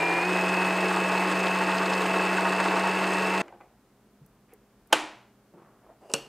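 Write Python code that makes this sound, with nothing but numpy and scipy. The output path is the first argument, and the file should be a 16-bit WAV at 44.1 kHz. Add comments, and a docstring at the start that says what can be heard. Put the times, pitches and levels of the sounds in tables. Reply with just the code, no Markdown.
"""Sewing machine winding a bobbin

Indoors, heard almost in mono: the motor hums, its fan whines, belt and winder rattle the plastic housing and the
spool clacks on its pin. This sound is cut off at once and a few faint clunks follow. A finger snaps the winder
spindle back, then scissors cut the thread. Tones follow the shaft angle; impacts are decaying modes with bursts of
noise; hiss, rubs and room air are coloured noise."""
import sys
import numpy as np
from scipy import signal
from scipy.fft import rfft, irfft, next_fast_len
from scipy.io import wavfile
from scipy.ndimage import map_coordinates

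SR = 44100
rng = np.random.default_rng(int(sys.argv[2]) if len(sys.argv) > 2 else 0)


def materialize(psi):
    """Save the field psi as 16-bit PCM at rate SR to the path in sys.argv[1].

    A 1-D psi becomes a single channel; in a 2-D psi each row is a channel.
    """
    bounded = np.clip(np.atleast_2d(psi).T, -1, 1)
    quanta = np.round(bounded * 32767).astype(np.int16)
    wavfile.write(sys.argv[1], SR, quanta)


N = 276943
CUT_S = 3.4185  # when the machine's sound is cut off
BELT_TURNS, WINDER_TURNS, MAIN_TURNS = .2059, .13726, .06863  # turns per turn of the motor shaft

# side against middle for near sounds and their room: hz, side_db
NEAR_WIDTH = [(50, -15), (110, -19.5), (200, -29.5), (380, -35), (1000, -33), (2400, -25.5), (4400, -17.5),
              (8000, -16), (14000, -12.5)]
# colour of the sharp tick of a contact: hz, relative db_per_hz
TICK_COLOUR = [(25, -69.5), (500, -25.5), (3000, -7.5), (5000, 3), (7500, 1), (10500, -5.5), (12500, -23.5),
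               (15000, -20.5)]
# colour of rubbing on the housing: hz, relative db_per_hz
RUB_COLOUR = [(100, -35.5), (250, -5), (350, 5), (450, -1.5), (650, 0), (1100, -6.5), (2500, -17),
              (3500, -25), (9000, -36.5), (13000, -63.5)]
# colour of brushes and thread: hz, relative db_per_hz
BRUSH_COLOUR = [(1760, -24.5), (3000, 6), (4120, 1.5), (4470, 3), (4820, -1), (5160, 1.5), (5840, -15),
                (6390, 0.5), (6840, -5), (8290, 0), (8820, -3.5), (9580, -9.5), (10800, -55), (13700, -26),
                (15500, -41)]
# scissor blades touch, slide and shut (third row): start_s, level_db, tick_db (relative to the blow)
SNIP_CONTACTS = [(6.0978, -40, -6), (6.116, -45, 3), (6.1377, -13, 3.5), (6.1406, -24.5, -2)]
# modes of the scissors and of the housing they rest against: hz, relative level_db, t60_s
STEEL_MODES = [(141, -12, 0.27), (297, -4.5, 0.19), (453, -2.5, 0.21), (556, 2, 0.16), (754, -10, 0.11),
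               (1462, 1.5, 0.058), (2700, -16, 0.15), (2800, -12, 0.41), (2845, -15, 0.36),
               (4330, -4, 0.075), (4445, -23, .35), (5270, -16, 0.13), (5450, -15, 0.23), (5800, -22, .2),
               (6070, -17, .2), (6837, -16, .18), (7500, -18, 0.26), (7773, -18, .3), (7800, -13, 0.26),
               (10000, -20, 0.14), (11250, -27, 0.28)]


def amp(db):
    """Decibels to gain."""
    return 10 ** (np.asarray(db) / 20)


def unit(x):
    """Scale to rms 1."""
    return x / np.sqrt(np.mean(x ** 2) + 1e-20)


def along(points, hz):
    """Read (Hz, value) points on a log frequency axis."""
    f, v = np.transpose(points)
    return np.interp(np.log(hz + 1), np.log(f + 1), v)


def curves(rows):
    """One value per sample for each column after the time."""
    s, *cols = np.transpose(rows)
    return [np.interp(np.arange(N) / SR, s, c) for c in cols]


def wobble(rate):
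    """A smooth random curve, rate knots a second."""
    knots = rng.standard_normal(int(N * rate / SR) + 4)
    return map_coordinates(knots, [np.arange(N) * rate / SR])


def filtered(x, response):
    """x times a complex response of frequency."""
    n = x.shape[-1]
    m = next_fast_len(n + 8192)
    return irfft(rfft(x, m) * response(np.fft.rfftfreq(m, 1 / SR)), m)[..., :n]


def coloured(x, spectrum):
    """x given a spectrum, at rms 1."""
    return unit(filtered(x, lambda hz: amp(along(spectrum, hz))))


def noise(spectrum, size=N):
    """Noise of rms 1 with a spectrum."""
    return coloured(rng.standard_normal(size), spectrum)


def resonance(hz, centre_hz, width_hz):
    """Response of one damped mode, 1 at its centre."""
    return 1j * hz * width_hz / (centre_hz * centre_hz - hz * hz + 1j * hz * width_hz)


def swell(s, rise_s, t60):
    """Envelope that rises from time s to 1, then dies away."""
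    t = np.arange(N) / SR - s
    return np.clip(t / rise_s, 0, 1) * amp(-60 * np.maximum(t - rise_s, 0) / t60)


def hollow(x, spot_hz, q=1):
    """Favours one band, as a touched spot does, narrower as q grows."""
    return filtered(x, lambda hz: resonance(hz, spot_hz, spot_hz / q))


def stereo(mid, side, width):
    """Two unrelated draws of one sound make a left and a right channel."""
    side = filtered(side, lambda hz: amp(along(width, hz)))
    return np.array([mid + side, mid - side])


def ringing(modes, t):
    """Modes dying away after one contact, never twice quite alike in level or phase."""
    out = 0
    for hz, db, t60 in modes:
        level = amp(db + rng.normal(0, 1.6) - 60 * t / t60)
        out = out + level * np.sin(2 * np.pi * (hz * t + rng.random()))
    return out


def singing(modes, width_hz):
    """Steel modes driven by noise, as friction drives them, at rms 1."""
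    def response(hz):
        return sum(amp(db) * resonance(hz, c, width_hz) for c, db, *_ in modes)
    return unit(filtered(rng.standard_normal(N), response))


def blows(events, modes, crack, ring_db, crack_db, crack_t60, tick_t60):
    """Each contact gives a sharp tick, a burst of dense short modes (as noise) and a few ringing ones."""
    out, t = np.zeros(N + SR), np.arange(SR // 2) / SR
    onset = 1 - np.exp(-t / 0.00087)
    for s, db, tick_db in events:
        ring = amp(ring_db) * ringing(modes, t)
        burst = amp(crack_db - 60 * t / crack_t60) * noise(crack, size=len(t))
        # every tick is held 4.5 dB under its table value
        tick = amp(tick_db - 4.5 - 60 * t / tick_t60) * noise(TICK_COLOUR, size=len(t))
        out[round(s * SR):][:len(t)] += amp(db) * ((ring + burst) * onset + tick)
    return out[:N]


def air():
    """The quiet room: coloured noise with a faint, slightly wavering hum."""
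    # colour of the room air: hz, relative db_per_hz
    air_colour = [(15, -38.5), (30, -18.5), (50, -6), (86, -19.5), (122, -7.5), (165, -13), (204, -7),
                  (400, -13.5), (800, -18.5), (1400, -22.5), (2000, -28), (4000, -34.5), (8000, -37),
                  (15500, -39)]
    # side against middle of the air: hz, side_db
    air_width = [(50, -17), (200, -30), (700, -20), (1300, -19), (2400, -9), (4400, -2.5), (14000, -0.5)]
    # room hum: hz, mean level_db (rms)
    hum_lines = [(119, -75.5), (204.6, -70.5), (404, -74.5)]
    t = np.arange(N) / SR
    hum = 0
    for hz, db in hum_lines:
        level = amp(db + 1.3 * wobble(5.4)) * np.sqrt(2)
        hum = hum + level * np.sin(2 * np.pi * hz * t + .5 * wobble(6.2))
    return amp(-63.0) * stereo(noise(air_colour), noise(air_colour), air_width) + hum


def room(s, db, spectrum, build_s):
    """The diffuse answer to a sound at time s builds up, then dies at a pace set by frequency."""
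    # decay of the room: hz, t60_s
    decay = [(150, .4), (500, 0.57), (2500, 0.49), (5000, 0.49), (8000, 0.39), (14000, 0.29)]
    hz, t, z = signal.stft(noise(spectrum, size=(2, SR)), SR, nperseg=256)
    shape = amp(db - 60 * t / along(decay, hz)[:, None]) * (1 - np.exp(-t / build_s))
    tail = signal.istft(z * shape, SR, nperseg=256)[1]
    return np.pad(stereo(*tail, NEAR_WIDTH), ((0, 0), (round(s * SR), N)))[:, :N]


def hands():
    """Fingers and scissors on the housing: grainy friction, wavering panel tones, low thuds and dry ticks."""
    # brushing strokes: start_s, rise_s, t60_s, level_db, favoured_hz, narrowness_q
    strokes = [(4.475, 0.051, 0.13, -61.5, 2350, 2.4), (4.89, 0.038, .03, -49, 1420, 0.42),
               (5.515, 0.029, 0.62, -54, 401, 0.89), (5.56, 0.045, 1, -57.5, 1090, 1.5),
               (5.8, 0.097, 0.32, -56, 650, 1.13), (6.005, 0.025, 0.81, -54.5, 604, 1.5),
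               (6.094, 0.0064, 0.51, -45.5, 550, 1.2)]
    # soft taps, each sounding one panel: start_s, peak_db, pitch_hz
    panel_taps = [(4.521, -56, 760), (4.529, -46.5, 429), (5.578, -50, 345), (5.889, -61, 424),
                  (5.891, -47, 660)]
    # soft bumps of the hand: start_s, level_db
    hand_bumps = [(4.21, -53.5), (4.37, -62), (5.535, -57), (5.615, -64), (6.14, -55)]
    # tiny dry ticks of fingers at the winder: start_s, level_db
    finger_ticks = [(4.262, -52), (4.536, -48), (4.873, -57)]
    # colour of those ticks: hz, relative db_per_hz
    finger_colour = [(2000, -34), (6000, -8.5), (10000, -2), (15000, 0)]
    slips_per_s = 1200  # tiny slips that make a rub grainy
    t = np.arange(N) / SR

    slips = unit((rng.random(N) < slips_per_s / SR) * rng.uniform(-1.1, 1, N))
    friction = coloured(slips + .4 * rng.standard_normal(N), RUB_COLOUR)
    rubs = sum(amp(db) * swell(s, rise_s, t60) * unit(hollow(friction, spot_hz, q))
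               for s, rise_s, t60, db, spot_hz, q in strokes)
    taps = sum(amp(db) * swell(s, rise_s=0.0028, t60=0.098) * np.sin(2 * np.pi * hz * t + 0.61 * wobble(130))
               for s, db, hz in panel_taps)
    thud = noise([(50, -25), (150, 20), (240, 2.5), (500, -39), (2000, -70)])
    bumps = sum(amp(db) * swell(s, rise_s=0.0082, t60=0.31) for s, db in hand_bumps) * thud
    tick_level = sum((t >= s) * amp(db - 60 * np.abs(t - s) / 0.02) for s, db in finger_ticks)
    return rubs + taps + bumps + tick_level * noise(finger_colour)


def knocks():
    """The drive settles with a few hollow clunks, each with a little of the room."""
    # clunks, the spot struck picking the modes: start_s, level_db, favoured_hz, tick_db (relative)
    clunks = [(3.481, -29.5, 2400, -16), (3.5245, -34, 950, -16), (3.539, -37, 760, -22),
              (3.6035, -36, 760, -22), (3.609, -32, 1900, -21)]
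    # modes of the drive: hz, relative level_db, t60_s
    drive_modes = [(348, 0, .25), (535, -3, 0.1), (732, -4, 0.16), (824, -8, 0.25), (1190, -12, .1),
                   (1540, -6.5, 0.063), (2020, -15, 0.12), (2380, -20, .2)]
    # colour of the burst: hz, relative db_per_hz
    drive_crack = [(100, -23), (350, -3), (800, 6), (1500, -4), (2900, -10), (3500, -23), (12000, -33)]
    # colour of the room's answer: hz, relative db_per_hz
    echo_colour = [(100, -21.5), (350, 1.5), (800, 9), (1500, -6), (2500, -8), (4000, -22), (12000, -45)]
    out = np.zeros((2, N))
    for s, db, spot_hz, tick_db in clunks:
        blow = blows([(s, db, tick_db)], drive_modes, drive_crack,
                     ring_db=-13.0, crack_db=-10.5, crack_t60=0.042, tick_t60=0.0085)
        out += hollow(blow, spot_hz)
        out += room(s, db=db - 27.0, spectrum=echo_colour, build_s=0.0072)
    return out


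def slide():
    """Friction between the closing blades hisses and rings the steel, which sings on once they are shut."""
    # modes while the blades are apart: hz, relative level_db
    open_blades = [(2820, 5), (4790, -1), (6550, -9), (7700, -3), (8720, -6), (9850, -5)]
    start_s, light_db = 6.01, -76.5  # first light contact
    final_db, rise_db_per_s = -56, 330  # ever harder until the blades shut
    t, shut_s = np.arange(N) / SR, SNIP_CONTACTS[2][0]
    level = amp(light_db) + amp(final_db - rise_db_per_s * np.abs(shut_s - t))
    sliding = (t > start_s) & (t < shut_s)
    rough = singing(open_blades, width_hz=170) + 0.53 * noise(TICK_COLOUR)
    scrape = level * amp(1.5 * wobble(120)) * rough
    shut_steel = unit(hollow(singing(STEEL_MODES, width_hz=210), spot_hz=5000))
    ring = amp(-42.5) * swell(shut_s, rise_s=.003, t60=0.35) * shut_steel
    return sliding * scrape + ring


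def snip():
    """The scissor blades strike and ring with the housing they rest against, and the room answers."""
    # colour of the burst: hz, relative db_per_hz
    steel_crack = [(25, -51), (90, -22), (150, 1), (400, 7.5), (1400, 5), (2100, -11), (2800, 16),
                   (3500, -18), (5300, -9), (8000, -7), (11000, -12), (15000, -33)]
    # colour of the room's answer: hz, relative db_per_hz
    echo_colour = [(25, -50), (90, -21), (140, -5), (300, 2), (700, -4), (1300, -5), (2100, -17), (2800, 1),
                   (3500, -16), (5300, -14), (8000, -19), (11000, -20), (12500, -31), (15500, -38)]
    near = blows(SNIP_CONTACTS, STEEL_MODES, steel_crack,
                 ring_db=-20.0, crack_db=-9.0, crack_t60=0.071, tick_t60=0.015)
    return near + room(SNIP_CONTACTS[2][0], db=-39.0, spectrum=echo_colour, build_s=.003)


def snap():
    """The winder spindle strikes its stop, ringing spindle and plastic housing, and the room answers."""
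    # spindle leaves its catch, hits the stop and bounces: start_s, level_db, tick_db (relative)
    strikes = [(4.9249, -16, -17), (4.9279, -3, -3), (4.9305, -20, -5.5)]
    # modes of housing and spindle: hz, relative level_db, t60_s
    plastic_modes = [(307, -19, 0.47), (336, -15, 0.21), (440, -19, 0.17), (530.6, -8.5, 0.078),
                     (690, -11, 0.036), (867, 0.5, 0.099), (901, -22, 0.36), (860, -5.5, 0.064),
                     (1170, -2, 0.038), (1462, -1.5, 0.049), (1550, -3.5, 0.073), (1780, 1, 0.022),
                     (1860, -19.5, 0.36), (2410, -14, 0.048), (2880, -8.5, .035), (3000, -12.5, .04),
                     (3100, -24, 0.3), (3600, -4.5, 0.044), (13100, -14.5, 0.045)]
    # colour of the burst: hz, relative db_per_hz
    plastic_crack = [(25, -57.5), (110, -35), (300, -9), (800, 4), (1600, -8), (3000, -2), (4500, -15.5),
                     (8000, -19), (12000, -28), (16000, -39.5)]
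    # colour of the room's answer: hz, relative db_per_hz
    echo_colour = [(25, -54), (110, -19), (220, -12), (320, 1.5), (430, -9.5), (880, 1), (1200, -4.5),
                   (2800, -6), (3800, -11), (5000, -17), (7500, -17.5), (10000, -21.5), (12500, -34),
                   (15500, -36)]
    near = blows(strikes, plastic_modes, plastic_crack,
                 ring_db=-12.5, crack_db=-5.5, crack_t60=0.05, tick_t60=0.0082)
    return near + room(strikes[1][0], db=-25.0, spectrum=echo_colour, build_s=0.0078)


def scrape_peaks():
    """The winder's scrape peaks now and then: short bursts of narrow-band noise."""
    # peaks of the scrape: start_s, level_db, favoured_hz
    peaks = [(.925, -39, 7500), (1.176, -38, 4400), (1.468, -31, 3300), (1.716, -38, 3700),
             (1.78, -32.5, 4700), (1.857, -34, 4700), (1.934, -32.5, 5030), (2.684, -37, 3800),
             (2.798, -38, 3700), (3.041, -35, 3696), (3.132, -36, 7040)]
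    fizz = noise(BRUSH_COLOUR)
    return sum(amp(db) * swell(s, rise_s=0.00071, t60=0.044) * unit(hollow(fizz, spot_hz, q=3.9))
               for s, db, spot_hz in peaks)


def spool():
    """The unwinding spool clacks against its pin and jiggles lightly in between, ringing its modes."""
    # clacks of the wobbling spool: start_s, level_db
    clacks = [(.379, -27), (.436, -33), (.619, -27.5), (.907, -25), (.967, -25.5), (1.147, -28),
              (1.393, -29), (1.437, -26), (1.555, -25), (1.609, -28), (1.685, -21.5), (1.733, -27),
              (1.813, -22.5), (1.919, -25), (2.034, -28), (2.14, -22.5), (2.198, -25.5), (2.262, -26),
              (2.322, -26.5), (2.381, -26), (2.453, -22), (2.529, -26), (2.599, -20.5), (2.655, -24),
              (2.71, -26), (2.764, -21.5), (2.839, -23), (2.875, -29), (3.136, -30), (3.318, -29)]
    # modes of spool and pin: hz, relative level_db, t60_s
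    spool_modes = [(866, -5, 0.11), (931.5, -2.5, 0.14), (1136, -7.5, 0.061), (1379, -11.5, 0.11),
                   (1510, -10, .06)]
    # colour of the dense burst: hz, relative db_per_hz
    clack_colour = [(100, -57), (400, -12), (850, 0), (1100, 4), (1550, 3.5), (2200, -11), (4000, -18),
                    (9000, -35), (12000, -61.5)]
    crack_db, crack_t60_s = -2.5, 0.057
    jiggles_per_s, jiggle_db, jiggle_scatter_db = 30, -33.5, 0.5  # the rate is that of the median gap
    draws = rng.standard_normal((110, 2))
    times = np.cumsum(np.exp(.4 * draws[:, 0])) / jiggles_per_s
    jiggles = [(s, jiggle_db + jiggle_scatter_db * size) for s, size in zip(times, draws[:, 1]) if s < CUT_S]

    out, t = np.zeros(N + SR), np.arange(SR // 8) / SR
    burst = noise(clack_colour, size=N + SR)
    onset = 1 - np.exp(-t / 0.00029)
    for s, db in clacks + jiggles:
        at = slice(round(s * SR), round(s * SR) + len(t))
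        crack = amp(crack_db - 60 * t / crack_t60_s) * burst[at]
        out[at] += amp(db) * (ringing(spool_modes, t) + crack) * onset
    return out[:N]


def belt_chafe(angle):
    """The belt hisses against its pulley, swelling once a lap."""
    # colour of the chafe: hz, relative db_per_hz
    chafe_colour = [(2500, -40), (4300, -7), (5150, 4.5), (5700, -6), (9000, -45)]
    press = ((1 + np.cos(BELT_TURNS * angle)) / 2) ** 1.3
    return amp(-48.5) * press * noise(chafe_colour)


def by_speed(speed_hz, slow_db, full_db):
    """A level that changes over as the shaft comes up to speed."""
    return np.interp(speed_hz, [176, 183.5], [slow_db, full_db])


def housing(hz):
    """Response of the housing's resonant panels."""
    # panel resonances: hz, width_hz, relative level_db
    panels = [(334, 65, -1.5), (433.5, 12.3, 12.5), (523, 5.5, 10), (663, 5.7, 0.5), (889, 51, 5.5),
              (914, 41, -0.5), (1030, 14, -8), (1244, 13, 4), (1500, 22, -5), (1877, 20, 8.5)]
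    return sum(amp(db) * resonance(hz, c, w) for c, w, db in panels)


def contacts(angle, count):
    """Gears and linkages meet at the same places on every turn of the main shaft."""
    turns = MAIN_TURNS * angle / (2 * np.pi)
    places = np.arange(int(turns[-1]))[:, None] + rng.random(count)
    scatter = 1 + .3 * rng.standard_normal(places.shape)  # each contact varies from turn to turn
    sizes = rng.standard_normal(count) * scatter
    return unit(np.bincount(np.searchsorted(turns, places).ravel(), sizes.ravel(), N)[:N])


def loose_parts(angle, speed_hz):
    """Dense impacts, partly alike on every turn, rattle the housing; brushes and thread hiss with the winder."""
    # broad colour of the rattle: hz, relative db_per_hz
    rattle_colour = [(30, -41), (60, -72), (140, -12.5), (262, -12), (305, 7.5), (430, 2), (570, 0.5),
                     (900, 1.5), (1200, -0.5), (2000, -3.5), (2250, -5), (2750, -2.5), (3200, -20),
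                     (14000, -59)]
    repeat_share = .4  # share of the impacts' power that returns on every main-shaft turn
    impacts = np.array([contacts(angle, count=150), contacts(angle, count=150)])
    surge = wobble(70)
    drive = np.sqrt(repeat_share) * impacts + np.sqrt(1 - repeat_share) * rng.standard_normal((2, N))
    drive = drive * amp(by_speed(speed_hz, slow_db=-0.5, full_db=0) + 0.82 * surge)
    rattle = amp(-29) * coloured(drive[0], rattle_colour)
    panels = amp(-35) * unit(filtered(drive[1], housing))

    def scrape(turn):
        return ((1 + np.cos(turn)) / 2) ** 30

    # the winder scrapes once a turn and again a quarter turn later
    winder = WINDER_TURNS * angle
    scrape_db = 6.5 * scrape(winder) + 4 * scrape(winder - np.pi / 2)
    hiss_db = by_speed(speed_hz, slow_db=-46, full_db=-44) + scrape_db
    hiss = amp(hiss_db + 0.5 * surge + 1.57 * wobble(220)) * noise(BRUSH_COLOUR)
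    return rattle + panels + hiss


def motor_tones(angle, speed_hz):
    """Unbalance hum, bearing lines and the fan's whine, all locked to the shaft."""
    # lines of gears, bearings and commutator: multiple of shaft speed, full_speed_db, slow_db (mean, rms)
    shaft_lines = [(1.624, -49, -60), (2.535, -54, -47), (2.794, -51, -64), (3.553, -40, -58),
                   (3.98, -44.5, -41), (4.19, -55, -41), (4.4, -52.5, -51), (4.52, -42.5, -39.5),
                   (4.95, -49, -53), (5.72, -46.5, -39), (5.765, -47, -49), (5.84, -40.5, -55),
                   (6.21, -50, -61), (6.62, -46.5, -50), (8.97, -44.5, -61), (9.95, -54, -43),
                   (10.93, -51, -54), (12, -62, -44), (24.3, -56.5, -57), (71.65, -67, -72)]
    # the belt takes hold of the shaft: time_s, strength of its tug
    belt_hold = [(.2, 0.2), (.5, 0.99)]
    fan_blades = 14
    t = np.arange(N) / SR

    hum_db = by_speed(speed_hz, slow_db=-40.5, full_db=-33) - .5 * t  # eases by 0.5 dB/s
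    hum = amp(hum_db) * np.sin(angle)
    # the second order is lifted as it sweeps through a housing resonance near 355 Hz
    second_db = -46 + 14.5 * np.exp(-((2 * speed_hz - 354.8) / 15.7) ** 4)
    second = amp(second_db + 2.6 * wobble(15)) * np.sin(2 * angle + 0.16 * wobble(24.9))
    lines = 0
    for order, full_db, slow_db in shaft_lines:
        level = amp(by_speed(speed_hz, slow_db, full_db) + 1.6 * wobble(12))
        lines = lines + level * np.sin(order * angle + 0.25 * wobble(13))

    # the belt's tug on every lap makes the whine flutter in phase and beat once and twice a lap
    tug = curves(belt_hold)[0]
    belt = BELT_TURNS * angle
    flutter_rad = tug * (1.05 * np.sin(belt) + 0.22 * np.sin(3 * belt) + 0.5 * wobble(25.037))
    beat_db = tug * (2 * np.sin(belt) - 5.3 * np.cos(2 * belt))
    whine_db = -39.5 + 9.5 * np.exp(-t / 0.87)  # stronger at the start, then settles
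    whine = amp(whine_db + 1.46 * wobble(18) + beat_db) * np.sin(fan_blades * angle + flutter_rad)
    return np.sqrt(2) * (hum + second + lines + whine)


def machine():
    """The running machine; its sound is cut off within two milliseconds and a short diffuse tail follows."""
    # motor shaft: time_s, speed_hz
    shaft_speed = [(0, 170.5), (.19, 172.9), (.29, 183), (.42, 184), (1, 186.2), (2, 186.5), (3.4, 188.7)]
    speed_hz, = curves(shaft_speed)
    angle = 2 * np.pi * np.cumsum(speed_hz) / SR
    t = np.arange(N) / SR
    audible = np.clip(t / 0.0017, 0, 1) * np.clip((CUT_S - t) / 0.0017 + .5, 0, 1)
    parts = stereo(loose_parts(angle, speed_hz), loose_parts(angle, speed_hz), NEAR_WIDTH)
    centre = motor_tones(angle, speed_hz) + belt_chafe(angle) + spool() + scrape_peaks()
    return audible * (centre + parts) + room(CUT_S, db=-46.5, spectrum=RUB_COLOUR, build_s=0.0026)


def scene():
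    """The near sounds sit in or close to the middle, the room a little from all round."""
    return air() + hands() + knocks() + slide() + snip() + snap() + machine()


def record(dry):
    """The sound is band-limited: almost nothing above top_hz."""
    top_hz = 15680
    return filtered(dry, lambda hz: 1 / (1 + (hz / top_hz) ** 160))


dry = scene()
out = record(dry)
materialize(out)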